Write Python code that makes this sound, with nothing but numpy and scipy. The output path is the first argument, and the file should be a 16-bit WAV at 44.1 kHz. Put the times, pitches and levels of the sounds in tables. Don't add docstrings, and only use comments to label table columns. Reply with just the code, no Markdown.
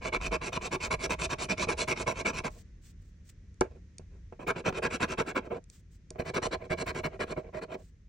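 import sys
import numpy as np
from scipy import signal
from scipy.fft import rfft, irfft, next_fast_len
from scipy.io import wavfile
from scipy.ndimage import map_coordinates

SR = 44100
rng = np.random.default_rng(int(sys.argv[2]) if len(sys.argv) > 2 else 0)


def unload_wav(signal):
    wavfile.write(
        sys.argv[1],
        SR,
        np.round(np.clip(np.atleast_2d(signal).T, -1, 1) * 32767).astype(np.int16),
    )


N = 356328
TIME_S = np.arange(N) / SR


def from_db(db):
    return 10 ** (np.asarray(db) / 20)


def rms_one(x):
    return x / np.sqrt(np.mean(x ** 2) + 1e-20)


def decay(t_s, t60_s):
    return np.exp(-np.log(1000) * t_s / t60_s)


def add(out, start_s, sound):
    at = max(round(start_s * SR), 0)
    out[..., at:at + sound.shape[-1]] += sound[..., :N - at]


def progress(start_s, end_s):
    return np.linspace(0, 1, max(round((end_s - start_s) * SR), 2))


def arches(rows):
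    out = np.zeros(N)
    for start_s, end_s, level_db in rows:
        add(out, start_s, from_db(level_db) * np.sin(np.pi * progress(start_s, end_s)))
    return out


def wander(per_s, at_s):
    nodes = rng.standard_normal(2000)
    steps = np.arange(0, len(nodes), 1 / 8)
    curve = map_coordinates(nodes, [steps], order=2, mode="mirror")
    return np.interp(at_s * per_s, steps, curve)


def noise(colour, apart_hz):
    size = next_fast_len(N, True)
    hz = np.maximum(np.fft.rfftfreq(size, 1 / SR), 1)
    points_hz, points_db = np.transpose(colour)
    gain = from_db(np.interp(np.log(hz), np.log(points_hz), points_db))
    mid, side = rfft(rng.standard_normal((2, size)))
    side = side * hz / (hz + apart_hz)
    return rms_one(irfft(gain * np.array([mid + side, mid - side]))[:, :N])


# [dB per Hz, relative]
RUMBLE_COLOUR = [(20, -17), (43, 5), (62, 1), (86, 3), (125, -11.5), (175, -8), (260, -20), (450, -28.5),
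                 (800, -46), (1400, -41.5), (1900, -36), (2900, -45), (4800, -47.5), (6200, -43.5),
                 (11500, -72)]
# time_s, level_db
RUMBLE_LEVEL = [(0, -46.5), (.3, -50), (.6, -47.5), (2.4, -46), (2.8, -51.5), (4.2, -50.5), (5.9, -53.5),
                (7.0, -47), (8.08, -55.5)]


def background():
    level_db = np.interp(TIME_S, *np.transpose(RUMBLE_LEVEL))
    return from_db(level_db) * noise(RUMBLE_COLOUR, apart_hz=900)


# start_s, end_s, level_db
BOARD_SWAYS = [(.12, .44, -39), (.85, 1.02, -39.5), (1.0, 1.35, -50.5)]
# [dB per Hz, relative]
BOARD_SWAY_COLOUR = [(20, -13.5), (42, 2), (65, 1), (110, -26), (300, -76.5)]


def sways():
    return arches(BOARD_SWAYS) * noise(BOARD_SWAY_COLOUR, apart_hz=900)


# start_s, end_s, level_db
FINGER_BRUSHES = [(2.49, 2.57, -64), (2.56, 2.63, -57), (2.81, 2.93, -63), (2.98, 3.13, -76.5),
                  (3.24, 3.33, -66), (3.288, 3.306, -55.5), (5.68, 5.82, -62.5), (5.9, 5.98, -68.5),
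                  (7.76, 7.92, -70)]
# [dB per Hz, relative]
FINGER_COLOUR = [(300, -24), (700, -19), (1500, -7), (2500, -7.5), (5000, -6), (8000, -2), (11000, -23),
                 (15500, -11.5)]


def fingers(skin_db=2.0, skin_per_s=90):
    catches = from_db(skin_db * wander(skin_per_s, TIME_S))
    return arches(FINGER_BRUSHES) * catches * noise(FINGER_COLOUR, apart_hz=2500)


# time_s, peak_db
PEN_CLICKS = [(2.506, -52), (3.543, -55.5), (3.609, -18), (3.983, -31), (5.641, -47.5), (5.7, -37),
              (6.105, -31.5), (6.948, -49)]
# pitch_hz, level_db [relative], t60_s
BARREL_MODES = [(2390, -15.5, 0.0073), (3740, -15.5, 0.007), (4560, -16.5, 0.016), (5770, -2, 0.0044),
                (6750, 1, 0.0039), (7530, -2.5, 0.0033), (8820, -5, 0.0054)]


def pen_clicks(rise_s=0.00049):
    out, t_s = np.zeros((2, N)), np.arange(SR // 20) / SR
    for time_s, peak_db in PEN_CLICKS:
        ring = np.zeros((2, len(t_s)))
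        for pitch_hz, level_db, t60_s in BARREL_MODES:
            wave = np.sin(2 * np.pi * pitch_hz * t_s + rng.normal(0, 1, (2, 1)))
            ring += from_db(level_db) * decay(t_s, t60_s) * wave
        ring *= 1 - np.exp(-t_s / rise_s)
        add(out, time_s, from_db(peak_db) * ring / np.abs(ring).max())
    return out


PATCH_MOVES = [3.0, 5.9]
# time_s, strength_db, contact_hz [cut-off]
BOARD_KNOCKS = [(0.476, -31, 900), (1.671, -29, 700), (1.686, -29, 600), (2.007, -26.5, 600),
                (3.611, -12, 1197), (3.995, -40, 490), (4.324, -36.5, 1110), (4.395, -33.5, 800),
                (4.726, -32.5, 2200), (5.474, -34, 700), (5.547, -42.5, 2001), (6.108, -37.5, 600),
                (6.157, -35.5, 900), (6.197, -22, 614), (6.708, -23.5, 450)]
# strength_db on patch 1, 2, 3
PUSH_TAP_DB = [-48.5, -42.5, -51.5]
TAP_CONTACT_HZ = 1405


def blows():
    starts_s = [row[0] for row in TIP_SWIPES]
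    taps = [(s, PUSH_TAP_DB[np.searchsorted(PATCH_MOVES, s)], TAP_CONTACT_HZ) for s in starts_s]
    return list(BOARD_KNOCKS) + taps


# pitch_hz, width_hz [nominal], patch_1_db, patch_2_db, patch_3_db
BOARD_MODES = [(160, 108, -45, -44, -45.5), (250, 136, -48.5, -45.5, -49.5),
               (373.8, 71.4, -46.5, -43, -45.5), (467.6, 126, -46.5, -43.5, -45), (531, 240, -53, -47, -61),
               (628, 72.6, -48, -51, -47), (712, 108, -52, -47.5, -50.5), (879, 67, -52.5, -51.5, -57.5),
               (1033, 186, -43, -44.5, -47), (1131, 81, -49.5, -55.5, -51), (1322, 230, -51.5, -49, -51.5),
               (1428, 250, -53.5, -48, -56), (1636, 175, -51, -47, -49.5), (1964, 290, -61.5, -58, -56.5),
               (2276, 200, -42, -48, -46), (2475, 404, -44, -45.5, -53), (2892, 340, -53, -60, -57),
               (3150, 350, -59.5, -56.5, -60), (3680, 940, -51.5, -56, -59.5),
               (4146, 480, -53, -58.5, -54.5), (4870, 910, -52.5, -57.5, -59), (5737, 580, -51, -58, -59.5),
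               (6350, 460, -56.5, -64.5, -74), (7250, 1200, -54, -61, -66), (7600, 2200, -53, -57.5, -57),
               (9230, 520, -52.5, -60, -61.5)]
# left_right_db, left_lead_rad
MODE_PORTS = [(1, 0.0), (1, 0.0), (0, -0.2), (-1, -0.5), (-7, -0.6), (-11, -0.8), (-8, 1.8), (-9, 4.0),
              (-2, 1.0), (-1, 1.8), (12, 0.9), (1, 0.2), (-2, 0.2), (17, -0.4), (-2, -1.4), (-2, -0.0),
              (3, 0.5), (-10, 2.6), (2, -0.0), (0, 0.0), (-1, 0.7), (-1, -0.8), (-3, -0.5), (1, -0.8),
              (-1, -1.8), (1, -2.6)]


def ports(left_right_db, left_lead_rad):
    sides = np.array([[.5], [-.5]])
    return from_db(left_right_db * sides) * np.exp(1j * left_lead_rad * sides)


def knocks(damping=0.42, scatter_rad=0.97, crest_db=17, rise_cycles=0.49):
    out, t_s = np.zeros((2, N)), np.arange(SR // 10) / SR
    pitch_hz, width_hz, *patch_db = np.transpose(BOARD_MODES)
    rings = np.exp(np.outer(2j * np.pi * pitch_hz - np.pi * width_hz * damping, t_s))
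    mode_ports = ports(*np.transpose(MODE_PORTS))
    for time_s, strength_db, contact_hz in blows():
        phase_rad = rng.normal(0, scatter_rad, len(BOARD_MODES))
        strength = from_db(patch_db[np.searchsorted(PATCH_MOVES, time_s)]) * np.exp(1j * phase_rad)
        ring = ((mode_ports * strength) @ rings).imag
        ring = signal.sosfilt(signal.butter(2, contact_hz, fs=SR, output="sos"), ring)
        ring *= 1 - np.exp(-t_s * contact_hz / rise_cycles)
        add(out, time_s, from_db(strength_db - crest_db) * rms_one(ring))
    return out


# [dB per Hz, relative]
CRUMB_COLOUR = [(4000, -29.5), (9000, 7.5), (12000, -28.5), (14000, 14.5), (15500, 15.5)]


def dust(middle_drive, dust_db=-67, crumbs_db=6.5, crumbs_per_s=110):
    crumbs = from_db(crumbs_db * wander(crumbs_per_s, TIME_S))
    hiss = noise(CRUMB_COLOUR, apart_hz=12000) * np.array([[1], [-1]])
    return from_db(dust_db) * middle_drive * crumbs * hiss


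# attack_s, release_s, bass_db, bass_per_bite [dB/dB],
# treble_db, treble_per_bite [dB/dB], treble_swell_db
STROKE_KINDS = [(.009, 0.017, 0.97, 0.42, 1, 1.7, 14.5), (.0115, 0.013, 5, 0.23, -4.5, 1.36, 10)]
# time_s, bass_db, treble_db
STROKE_TONE = [(0, -0.5, -3), (.9, 1, 0), (1.7, 0, 2.5), (2.301, -0.5, -2), (4.5, 0.5, 1.1), (5.3, -2, 0.5),
               (6.4, 2.5, 2.5), (7.7, 0, 0.5)]
SPEED_EXPONENTS = [1.3, 2.5, 4.6]
SWELL_DB = 5.5
LATE_BITE = 1.3


def stroke(start_s, length_s, bite_db, lean_db, kind):
    attack_s, release_s, bass_db, bass_per_bite, treble_db, treble_per_bite, treble_swell_db = kind
    u = progress(start_s, start_s + length_s)
    speed = np.tanh(u * length_s / attack_s) * np.tanh((1 - u) * length_s / release_s)
    tone_s, tone_bass_db, tone_treble_db = np.transpose(STROKE_TONE)
    bass_db = bass_db + bass_per_bite * bite_db + np.interp(start_s, tone_s, tone_bass_db)
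    treble_db = treble_db + treble_per_bite * bite_db + np.interp(start_s, tone_s, tone_treble_db)
    swell_db = SWELL_DB + lean_db + np.array([0, 0, treble_swell_db - LATE_BITE * bite_db])
    level_db = np.array([[bass_db], [bite_db], [treble_db]]) + np.outer(swell_db, u - .5)
    return from_db(level_db) * speed ** np.array(SPEED_EXPONENTS)[:, None]


# start_s, push_s, pull_s, push_bite_db, pull_bite_db,
# lean_db [extra force at the far end]
TIP_SWIPES = [(0.009, 0.095, 0.067, 0.5, 5.5, 8), (0.196, 0.096, 0.074, 2, 5.5, 9.0),
              (0.405, 0.099, 0.071, 1.5, 7, 0.5), (0.603, 0.088, 0.071, 2, 6.5, 4),
              (0.795, 0.092, 0.065, 4, 10, 8), (0.981, 0.094, 0.07, 1.5, 7.5, 14.5),
              (1.18, 0.094, 0.068, 4, 7, 3.5), (1.376, 0.091, 0.072, 2.5, 6.5, 8.5),
              (1.565, 0.097, 0.075, 2.5, 5.5, 10.5), (1.762, 0.093, 0.08, 3, 7, 5.5),
              (1.949, 0.095, 0.082, 2.0, 5.5, 11.5), (2.132, 0.1, 0.08, -2, 7, 18.5),
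              (2.322, 0.093, 0.068, 1, 4, 3.5), (4.392, 0.057, 0.068, -6.5, 8.5, 12.5),
              (4.55, 0.073, 0.076, -2.5, 6, -9), (4.722, 0.081, 0.072, 0, 9.0, 9),
              (4.894, 0.087, 0.072, 3.5, 9, 8.5), (5.07, 0.085, 0.069, 2.5, 7.5, 6.5),
              (5.251, 0.079, 0.063, 1.5, 5, 11), (5.405, 0.077, 0.1, -14, -10.5, 17.5),
              (6.15, 0.016, 0.054, -22.0, 3, 8), (6.242, 0.076, 0.066, -1, 11, 0),
              (6.413, 0.076, 0.064, 4.5, 6, -6.5), (6.587, 0.091, 0.064, -13.5, 5, -1),
              (6.764, 0.077, 0.07, 3, 11, 2), (6.936, 0.079, 0.059, 1.5, 8.5, 6.5),
              (7.093, 0.081, 0.069, -13, 6.5, 10), (7.258, 0.084, 0.07, -2.5, -8.5, 20),
              (7.432, 0.078, 0.083, -19, -3.5, 3.5), (7.608, 0.051, 0.095, -1, -7.0, -13.5)]
# start_s, end_s, level_db
HAND_SLIDES = [(2.488, 2.62, -32), (3.681, 3.8, -33), (4.1, 4.197, -35.5), (7.753, 7.84, -29.5)]
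# bass_db, middle_db, treble_db
HAND_SLIDE_DB = [14, -2, 1]
TURN_S = 0.012


def friction(rattle_db=(22, 14, 4), rattle_t60_s=0.12, catch_db=(10, 22, 21), catch_t60_s=0.034, hard_hz=1500):
    drive = np.outer(from_db(HAND_SLIDE_DB), arches(HAND_SLIDES))
    push, pull = STROKE_KINDS
    for start_s, push_s, pull_s, push_bite_db, pull_bite_db, lean_db in TIP_SWIPES:
        back_s = start_s + push_s + TURN_S
        add(drive, start_s, stroke(start_s, push_s, push_bite_db, lean_db, push))
        add(drive, back_s, stroke(back_s, pull_s, pull_bite_db, -lean_db, pull))
    t_s = np.arange(SR // 4) / SR
    rattle, snap = decay(t_s, rattle_t60_s), decay(t_s, catch_t60_s)
    for time_s, strength_db, contact_hz in blows():
        add(drive, time_s, np.outer(from_db(strength_db + np.array(rattle_db)), rattle))
        hardness = (contact_hz / hard_hz) ** 2
        add(drive, time_s, np.outer(from_db(strength_db + np.array(catch_db)), snap) * hardness)
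    return drive


def grains(per_s, spread_db):
    born = rng.random(N) < per_s / SR
    return rms_one(born * from_db(spread_db * np.clip(rng.standard_normal(N), -2, 2)))


def resonate(x, pitch_hz, width_hz):
    pole = np.exp((2j * np.pi * pitch_hz - np.pi * width_hz) / SR)
    gain = (1 - abs(pole)) ** 2 * np.sqrt(8 * SR / (np.pi * width_hz))
    return signal.lfilter([gain], [1, -2 * pole, pole ** 2], x + 1e-18)


# pitch_hz, bass_share, middle_share, treble_share
DRIVE_SHARES = [(170, .45, .45, 0), (370, 1, 0, 0), (640, 1, 0, 0), (1200, 0, 1, 0), (2500, 0, 1, 0),
                (4500, 0, 0, 1)]


def scratch(drive, slip_shares=(.5, .3, .2), place_db=2.5, places_per_s=24, bend=0.01188,
            uneven_db=2.0, bumps_per_s=60):
    flakes, slips = grains(per_s=7000, spread_db=4.0), grains(per_s=320, spread_db=3.0)
    at = np.flatnonzero((flakes + slips) * drive[1])
    at_s = at / SR
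    patch = np.searchsorted(PATCH_MOVES, at_s)
    coating = rms_one(from_db(uneven_db * wander(bumps_per_s, at_s)))
    detune = bend * wander(places_per_s, TIME_S)
    flex_phase = 2 * np.pi * np.cumsum(detune).astype(np.float32) / SR
    share_hz, *shares = np.transpose(DRIVE_SHARES)
    out = np.zeros((2, N))
    for (pitch_hz, width_hz, *patch_db), port in zip(BOARD_MODES, MODE_PORTS):
        blend = np.array([np.interp(np.log(pitch_hz), np.log(share_hz), share) for share in shares])
        slip_share = np.clip(blend @ np.array(slip_shares), 0, 1)
        sizes = coating * (np.sqrt(1 - slip_share) * flakes[at] + np.sqrt(slip_share) * slips[at])
        place = rms_one(from_db(place_db * wander(places_per_s, at_s)))
        sign = np.sign(rng.random(len(at)) - .5)
        force = np.zeros(N)
        force[at] = sizes * place * sign * (blend @ drive[:, at]) * from_db(patch_db)[patch]
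        flex = np.cos(pitch_hz * flex_phase) + 1j * np.sin(pitch_hz * flex_phase)
        ring = resonate(force, pitch_hz, width_hz) * flex
        out += (ports(*port) * ring).real
    return out


def edge_echo(x, share=0.61, trip_s=.0016, travel=0.068, moves_per_s=12, above_hz=3000):
    n = np.arange(N)
    lag = trip_s * SR * (1 + travel * wander(moves_per_s, TIME_S))
    short = signal.sosfilt(signal.butter(2, above_hz, "high", fs=SR, output="sos"), x)
    return x + share * np.array([np.interp(n - lag, n, side) for side in short])


def room(x, t60_s=0.13, wet_db=-22, first_echo_s=0.0028, band_hz=(250, 7000)):
    t_s = np.arange(SR // 2) / SR
    tail = rng.standard_normal((2, len(t_s))) * decay(t_s, t60_s) * (t_s > first_echo_s)
    tail = signal.sosfilt(signal.butter(1, band_hz, "band", fs=SR, output="sos"), tail)
    tail = tail / np.sqrt(np.sum(tail ** 2) / 2)
    return from_db(wet_db) * signal.fftconvolve(x, tail, axes=1)[:, :N]


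def scene(scratch_db=-1.74, paper_top_hz=10000):
    drive = friction()
    board = from_db(scratch_db) * edge_echo(scratch(drive)) + knocks()
    damping = signal.butter(8, paper_top_hz, fs=SR, output="sos")
    solids = signal.sosfilt(damping, board + pen_clicks())
    near = solids + dust(drive[1]) + fingers()
    return near + room(near) + sways() + background()


def record(dry, dip_hz=11900, dip_q=8.6, dip_share=0.5, cutoff_hz=15900):
    notched = signal.lfilter(*signal.iirnotch(dip_hz, dip_q, fs=SR), dry)
    coloured = dry + dip_share * (notched - dry)
    return signal.sosfilt(signal.ellip(10, .1, 80, cutoff_hz, fs=SR, output="sos"), coloured)


dry = scene()
out = record(dry)
unload_wav(out)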